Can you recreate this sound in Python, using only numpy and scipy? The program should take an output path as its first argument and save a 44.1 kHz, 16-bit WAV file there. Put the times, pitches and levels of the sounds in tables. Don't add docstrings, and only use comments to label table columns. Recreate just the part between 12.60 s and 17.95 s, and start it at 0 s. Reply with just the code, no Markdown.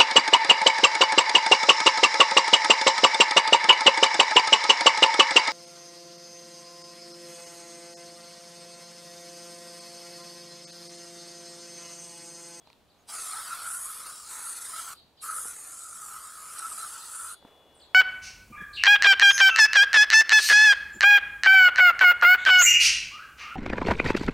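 import sys
import numpy as np
from scipy import signal
from scipy.io import wavfile
from scipy.ndimage import uniform_filter1d, map_coordinates

SR = 44100
rng = np.random.default_rng(int(sys.argv[2]) if len(sys.argv) > 2 else 0)


def rack_gain(trim_db):
    fader = np.asarray(trim_db, float)
    return 10 ** (fader / 20)


def output_pcm(signal):
    pcm = np.clip(np.atleast_2d(signal).T, -1, 1) * 32767
    wavfile.write(sys.argv[1], SR, np.round(pcm).astype(np.int16))


N = 235802


def evened(x):
    return x / np.sqrt(np.mean(x ** 2) + 1e-20)


def read(points, hz):
    f, value = np.transpose(points)
    return np.interp(np.log(hz + 1), np.log(f + 1), value)


def add(mix, s, sound):
    part = mix[..., round(s * SR):][..., :sound.shape[-1]]
    part += sound[..., :part.shape[-1]]


def panned(x, db):
    return x * rack_gain(np.array([[db / 2], [-db / 2]]))


def drift(count, span):
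    size = max(int(span), 1)
    smooth = uniform_filter1d(rng.standard_normal(count), size)
    return evened(uniform_filter1d(smooth, size))


def noise(shape_db, patchy_db, frames):
    a, b, patches = rng.standard_normal((frames, 257, 3)).T
    patches = evened(uniform_filter1d(uniform_filter1d(patches, 7, 0), 28, 1))
    gain = rack_gain(shape_db(np.fft.rfftfreq(512, 1 / SR)[:, None]))
    gain = gain / np.sqrt((gain ** 2).mean(0))
    spectra = (a + 1j * b) * gain * rack_gain(patchy_db * patches)
    return evened(signal.istft(spectra, nperseg=512, noverlap=384)[1])


def resonate(x, hz, width_hz):
    turn = np.exp(2j * np.pi * np.cumsum(hz) / SR)
    r = np.exp(-np.pi * width_hz / SR)
    return 2 * (turn * signal.lfilter([1 - r], [1, -r], x / turn)).real


def sung(s, hz, db):
    tone = np.sin(2 * np.pi * np.cumsum(hz) / SR)
    return np.sqrt(2) * rack_gain(db) * tone * signal.windows.tukey(len(s), .08)


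def traced(rows):
    s, *columns = np.transpose(rows)
    t = np.arange(s[0], s[-1], 1 / SR)
    return [t] + [np.interp(t, s, c) for c in columns]


def bumps(t, rows, shape):
    return np.abs((t - rows[:, :1]) / rows[:, 1:2]) ** shape


def frame_times(t):
    return t[np.minimum(np.arange(len(t) // 128 + 5) * 128, len(t) - 1)]


# frequency_hz, density_db
WIND_SPECTRUM = [(15, -17), (25, -9), (140, -5), (805, -7), (1960, -18.5), (3640, -16.5), (5590, -24),
                 (15600, -29)]
# frequency_hz, likeness_0_to_1
WIND_COHERENCE = [(60, 0.35), (300, 0.75), (700, 0.81), (1500, 0.77), (5000, 0.64), (15000, 0.25)]


def woods():
    frames, hz = N // 512 + 5, np.fft.rfftfreq(2048, 1 / SR)
    a, b, c, d = rng.standard_normal((frames, 1025, 4)).T
    same = np.clip(read(WIND_COHERENCE, hz), 0, 1)[:, None]
    swell_db = .9 * drift(frames, 14)
    mid, side = np.sqrt(1 + same) * (a + 1j * b), np.sqrt(1 - same) * (c + 1j * d)
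    spectra = np.array([mid + side, mid - side]) * rack_gain(read(WIND_SPECTRUM, hz)[:, None] + swell_db)
    air = evened(signal.istft(spectra, nperseg=2048, noverlap=1536)[1][:, :N])
    drone = evened(resonate(rng.standard_normal(N), np.full(N, 70), 7))
    return rack_gain(-64) * air + rack_gain(-76) * drone


# frequency_hz, t60_s
TREE_DECAY = [(300, 0.15), (1500, 0.053), (4000, 0.52), (9000, 0.09), (15000, 0.023)]


def trees(x):
    taps = np.zeros((2, SR))
    at = np.arange(60, SR - 20, 20) + rng.integers(0, 20, (2, (SR - 61) // 20))
    np.put_along_axis(taps, at, rng.choice([-1., 1.], at.shape), 1)
    hz, t, z = signal.stft(taps, SR, nperseg=256)
    decay = rack_gain(-60 * t / read(TREE_DECAY, hz)[:, None])
    tail = signal.istft(z * decay, SR, nperseg=256)[1]
    return signal.fftconvolve(x[None], tail / np.linalg.norm(tail[0]), axes=1)[:, :N]


# time_s, pitch_hz, level_db
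CHIP_SHAPE = [(0, 5500, -9), (.012, 2900, -2), (.015, 3600, -9), (.019, 4650, -4), (.026, 4420, 0),
              (.043, 3700, -2), (.050, 2400, -14), (.058, 1700, -24)]
# start_s, level_db, perch_index
CHIP_CALLS = [(.030, -71, 1), (.278, -70, 0), (1.24, -68, 1), (1.54, -68, 1), (1.82, -68, 1),
              (2.118, -62, 1), (2.262, -66, 1), (2.342, -63, 1), (2.568, -62, 1), (3.172, -65, 1),
              (3.943, -59.5, 1), (4.163, -59.5, 1), (4.375, -59.5, 1), (4.652, -59.5, 1), (5.196, -57.5, 0)]
# left_right_db, scatter_db, right_delay_samples
PERCHES = [
    (2, -4, 1),
    (3, 3, 4),
]


def chips():
    direct, scattered = np.zeros((2, N)), np.zeros(N)
    t, hz, shape_db = traced(CHIP_SHAPE)
    pitches = 1 + 0.0107 * rng.standard_normal(len(CHIP_CALLS))
    for (s, db, perch), pitch in zip(CHIP_CALLS, pitches):
        pan_db, scatter_db, late = PERCHES[perch]
        call = rack_gain(db) * sung(t, pitch * uniform_filter1d(hz, 60), shape_db)
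        left, right = panned(call, pan_db)
        add(direct[0], s, left)
        add(direct[1], s + late / SR, right)
        add(scattered, s, rack_gain(scatter_db) * call)
    return direct, scattered


# top_hz, trough_hz, level_db
WARBLE_SWINGS = [(9700, 7900, -65), (9050, 7350, -64), (8900, 7150, -66.5), (8550, 7200, -68.5),
                 (7750, 7250, -74)]


def warble():
    out, t = np.zeros((2, N)), np.arange(5.141, 5.272, 1 / SR)
    swings = 36.8 * (t - 5.1515)
    top_hz, low_hz, db = (np.interp(swings, range(len(WARBLE_SWINGS)), c) for c in np.transpose(WARBLE_SWINGS))
    height = (np.cos(2 * np.pi * swings) - .12 * np.cos(4 * np.pi * swings) + 1.12) / 2
    db = db + 25 * np.minimum(swings, 0)
    add(out, t[0], panned(sung(t, low_hz + (top_hz - low_hz) * height, db), -1.6))
    return out


def arched_whistle():
    out, length_s = np.zeros((2, N)), .058
    off = np.linspace(-1, 1, round(length_s * SR)) ** 2
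    add(out, .378, panned(sung(off, 6700 - 720 * off, -74.5 - 7 * off), -3))
    return out


# start_s, length_s, pitch_hz, level_db, left_right_db
HELD_WHISTLES = [
    (0, .04, 3345, -71.5, 2),
    (4.42, .99, 3432, -66.5, 5),
    (4.6, .6, 2921, -76.5, 3),
]


def held_whistles():
    out = np.zeros((2, N))
    for s, length, hz, db, pan_db in HELD_WHISTLES:
        t = np.arange(0, length, 1 / SR)
        hz = hz - 55 * np.maximum(t - .42, 0) + 4 * drift(len(t), 900)
        db = db - 8 * np.maximum(1 - t / length / .3, 0) + .9 * drift(len(t), 300)
        add(out, s, panned(sung(t, hz, db), pan_db))
    return out


# start_s, level_db
TREADS = [
    (4.828, -60),
    (4.857, -55.5),
    (5.09, -57.5),
]
# frequency_hz, density_db
LITTER_SPECTRUM = [(120, -38), (250, -10.5), (550, -4.5), (1100, -13), (2300, -23.5), (3000, -19),
                   (5000, -32), (15000, -36)]


def shuffle():
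    t = np.arange(4.81, 5.345, 1 / SR)
    s, peak_db = np.transpose(TREADS)[..., None]
    rise_db_per_s, fall_db_per_s = 500, 18
    db = (peak_db + np.minimum(rise_db_per_s * (t - s), fall_db_per_s * (s - t))).max(0)
    crush = noise(lambda hz: read(LITTER_SPECTRUM, hz), 1.4, len(t) // 128 + 5)[:len(t)]
    return t[0], rack_gain(db - 3.0) * evened(crush * rack_gain(1.6 * drift(len(t), 120)))


# start_s, peak_db, body_hz, edge_relative_db, edge_hz
CAP_TICKS = [(.0733, -45, 910, 1, 5000), (.0734, -52, 2500, -1, 3300), (.0975, -63, 6000, 4, 5500),
             (.1016, -45, 2400, 6, 4600), (.1022, -48, 950, -5, 10500), (.1300, -49, 2800, 11, 3900),
             (.1301, -57, 10300, 6, 8000), (2.446, -57, 160, -8, 3000), (2.8547, -44, 450, 5, 850),
             (4.8265, -46, 780, -6, 1200), (4.8502, -42, 270, 2, 900)]


def ticks():
    out, t = np.zeros(N), np.arange(4000) / SR
    rise = 1 - np.exp(-t / .00015)
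    for s, db, hz, edge_db, edge_hz in CAP_TICKS:
        decay_db = -60 * t / .011 * np.sqrt(hz / 1000)
        body = rack_gain(decay_db) * np.sin(2 * np.pi * hz * t)
        edge = rack_gain(edge_db - 60 * t * edge_hz / 12) * np.sin(2 * np.pi * edge_hz * t)
        sign = 1 if hz < 500 else -1
        add(out, s, sign * rack_gain(db) * (1.3 * body + edge) * rise)
    return out


# time_s, splash_db, brightness_db_per_octave, fineness_db
MIST = [
    [(.49, -49, 3, -10), (.72, -49, 0.5, -7), (1.0, -49.5, 2.5, -12), (1.17, -56, -5.5, 0),
     (1.47, -51.5, 5.5, -14), (1.63, -56.5, 12, -19), (1.72, -51.5, -3, -2), (2.02, -52.5, 3.5, -7),
     (2.25, -50.5, 0, -2.5)],
    [(2.62, -54, 3.5, -8), (2.74, -55.5, -0.5, 0), (3.0, -59, -5.5, 0), (3.3, -65.5, 4, 1),
     (3.5, -57, -4, 4), (3.72, -58.5, 6, -4), (3.95, -56.5, -2, 1), (4.42, -53, 5.5, -9),
     (4.75, -60, -4.5, -3)],
]
# frequency_hz, level_db
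SPLASH_SPECTRUM = [(200, -18.5), (600, -4.5), (1150, 5), (1800, -3), (2800, -6), (4200, -2.5), (5500, -2.5),
                   (7000, -17)]
# frequency_hz, level_db
FIZZ_SPECTRUM = [(10500, -16), (12000, 4), (13000, -1), (14000, -5), (15700, -14)]


def mist_splash(which, t, slug_db):
    mist_s, splash_db, tilt_db, fine_db = np.transpose(MIST[which])
    at_s, n = frame_times(t), len(t)
    tilt_db = np.interp(at_s, mist_s, tilt_db)

    def splash_shape(hz):
        return read(SPLASH_SPECTRUM, hz) + tilt_db * np.log2(np.clip(hz, 2200, 6000) / 3300)

    splash = noise(splash_shape, 1.45, len(at_s))[:n]
    fizz = noise(lambda hz: read(FIZZ_SPECTRUM, hz), 1.9, len(at_s))[:n]
    splash_db, fine_db = np.interp(t, mist_s, splash_db), np.interp(t, mist_s, fine_db)
    return rack_gain(splash_db + 3.5 + 0.53 * slug_db) * splash + rack_gain(splash_db + fine_db) * fizz


OPEN_DB = -39
# middle_s, half_length_s, level_db, pitch_hz
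CAP_SWELLS = [(0.545, 0.055, -44.5, 1306), (0.77, .09, -42.5, 1307), (.92, 0.045, -38.5, 1355),
              (1.079, 0.079, -39.5, 1355), (1.292, 0.036, -44.5, 1274), (1.48, 0.068, -44.5, 1290),
              (1.6, 0.078, -52.5, 1235), (1.83, .1, -44, 1330), (2.02, 0.037, -50.5, 1356),
              (2.183, 0.055, -43, 1278), (2.29, 0.045, -47.5, 1345), (2.701, 0.081, -38, 1284),
              (2.884, 0.042, -52.5, 1480), (3.15, 0.13, -56, 1297), (3.48, 0.29, -49, 1292),
              (3.698, 0.19, -49, 1260), (3.847, 0.031, -55, 1290), (4.056, .11, -41, 1292),
              (4.238, 0.047, -42, 1272), (4.385, 0.087, -47.5, 1305), (4.636, .1, -44, 1316)]


def cap_ring(t):
    at_s, n, width_hz = frame_times(t), len(t), 98
    swells = np.array(CAP_SWELLS)
    edge_db = np.maximum(-5.5 * bumps(at_s, swells, 1.74), -80)
    power = rack_gain(swells[:, 2:3] + edge_db) ** 2
    ring_hz = np.interp(t, at_s, swells[:, 3] @ power / power.sum(0))
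    ring_db = np.interp(t, at_s, 10 * np.log10(power.sum(0) + rack_gain(-72) ** 2))
    ring_db += OPEN_DB * np.clip(1 - (t - t[0]) / 0.051, 0, 1) ** 2
    ring_hz = ring_hz + 25 * drift(n, 1770)
    blown = resonate(rng.standard_normal(n), ring_hz, width_hz)
    ring = evened(resonate(blown, ring_hz, 4.5 * width_hz))
    return ring * rack_gain(ring_db + 1.04 * drift(n, 400))


# frequency_hz, width_hz, depth_0_to_1
HISS_NOTCHES = [
    (5700, 200, 0.55),
    (8750, 240, 0.6),
]


def notched(x):
    for hz, width_hz, depth in HISS_NOTCHES:
        x = x - np.clip(depth, 0, 1) * resonate(x, np.full(len(x), hz), width_hz)
    return x


# delay_s, level_db
BOUNCES = [(.00055, -7), (.001, -9), (.0016, -8.5), (.0026, -9)]


def bounced(x):
    at, out = np.arange(len(x)), x.copy()
    for s, db in BOUNCES:
        late = s * SR * np.exp(0.2268 * drift(len(x), 8740))
        out += rack_gain(db) * map_coordinates(x, [at - late], order=3)
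    return out / np.sqrt(1 + (rack_gain(np.array(BOUNCES)[:, 1]) ** 2).sum())


# middle_s, width_s, level_db
FLOW_SLUGS = [(.52, 0.011, -2), (1.31, 0.022, 1.5), (1.95, .012, -5), (1.999, 0.0093, -6.5),
              (2.19, 0.047, 2), (2.617, .008, 3.5), (2.9, 0.023, 2), (3.99, 0.0069, 6.5), (4.2, .03, 1),
              (4.4, .03, 0.5), (4.68, 0.067, 2.5)]


def slug_level(t):
    at_s, slugs = frame_times(t), np.array(FLOW_SLUGS)
    return np.interp(t, at_s, slugs[:, 2] @ np.exp(-bumps(at_s, slugs, 3.6)))


# time_s, jet_db, centre_hz
AIM = [
    [(.49, -44, 8200), (.56, -37.5, 8500), (.97, -44, 9600), (1.13, -35, 9450), (1.36, -41.5, 10300),
     (1.655, -47.5, 7900), (1.71, -41.5, 8100), (1.86, -38, 9200), (2.33, -43.5, 8440)],
    [(2.62, -40, 10100), (2.86, -36, 9400), (2.95, -44.5, 8660), (3.45, -43.5, 8400), (3.74, -47.5, 8700),
     (4.19, -38.5, 8800), (4.45, -47, 9100), (4.55, -39, 9100), (4.75, -47, 9400)],
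]
# frequency_hz, density_db
JET_SPECTRUM = [(4000, -40), (5000, -17), (5700, -9), (7900, 1.5), (9500, 7), (11500, -1.5), (12400, -6.5),
                (13500, -32.5)]


def jet_hiss(which, t, slug_db):
    aim_s, jet_db, jet_hz = np.transpose(AIM[which])
    at_s = frame_times(t)
    stretch = (np.interp(at_s, aim_s, jet_hz) / 9660) ** .5
    jet = noise(lambda hz: read(JET_SPECTRUM, hz / stretch), 1.9, len(at_s))[:len(t)]
    return rack_gain(np.interp(t, aim_s, jet_db) + slug_db) * jet


# open_s, close_s
VALVE = [
    (.462, 2.333),
    (2.6, 4.742),
]
# delay_s, level_db
VALVE_SHUT = [
    (.014, -17),
    (.075, -35),
]


def spray(which):
    opens, closes = VALVE[which]
    shut_s, shut_db = np.transpose(VALVE_SHUT)
    t = np.arange(opens, closes + shut_s[-1], 1 / SR)
    slug_db, ring = slug_level(t), cap_ring(t)
    hiss = notched(jet_hiss(which, t, slug_db) + mist_splash(which, t, slug_db))
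    out = bounced(hiss + 0.36 * ring) + 0.62 * ring
    valve_s = [opens, opens + 0.028, closes, *(closes + shut_s)]
    valve_db = np.interp(t, valve_s, [OPEN_DB, 0, 0, *shut_db])
    sputter_db = 0.39 * drift(len(t), 590) + 0.74 * drift(len(t), 155)
    return opens, rack_gain(valve_db + sputter_db + 1.0) * out * signal.windows.tukey(len(t), .006)


def scene():
    background = woods()
    direct, scattered = chips()
    calls = warble() + arched_whistle() + held_whistles()
    near = ticks()
    add(near, *shuffle())
    for which in range(len(VALVE)):
        add(near, *spray(which))
    far = scattered + rack_gain(-16) * calls.mean(0) + rack_gain(-45.0) * near
    return near + calls + direct + trees(far) + background


def band_limit(x):
    return signal.sosfilt(signal.butter(12, 15710, fs=SR, output="sos"), x)


def record(dry):
    edge = signal.firwin(1201, 15780, window=("kaiser", 10), fs=SR)
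    mix = signal.oaconvolve(dry, edge[None], "same")
    return band_limit(mix)


dry = scene()
out = record(dry)
output_pcm(out)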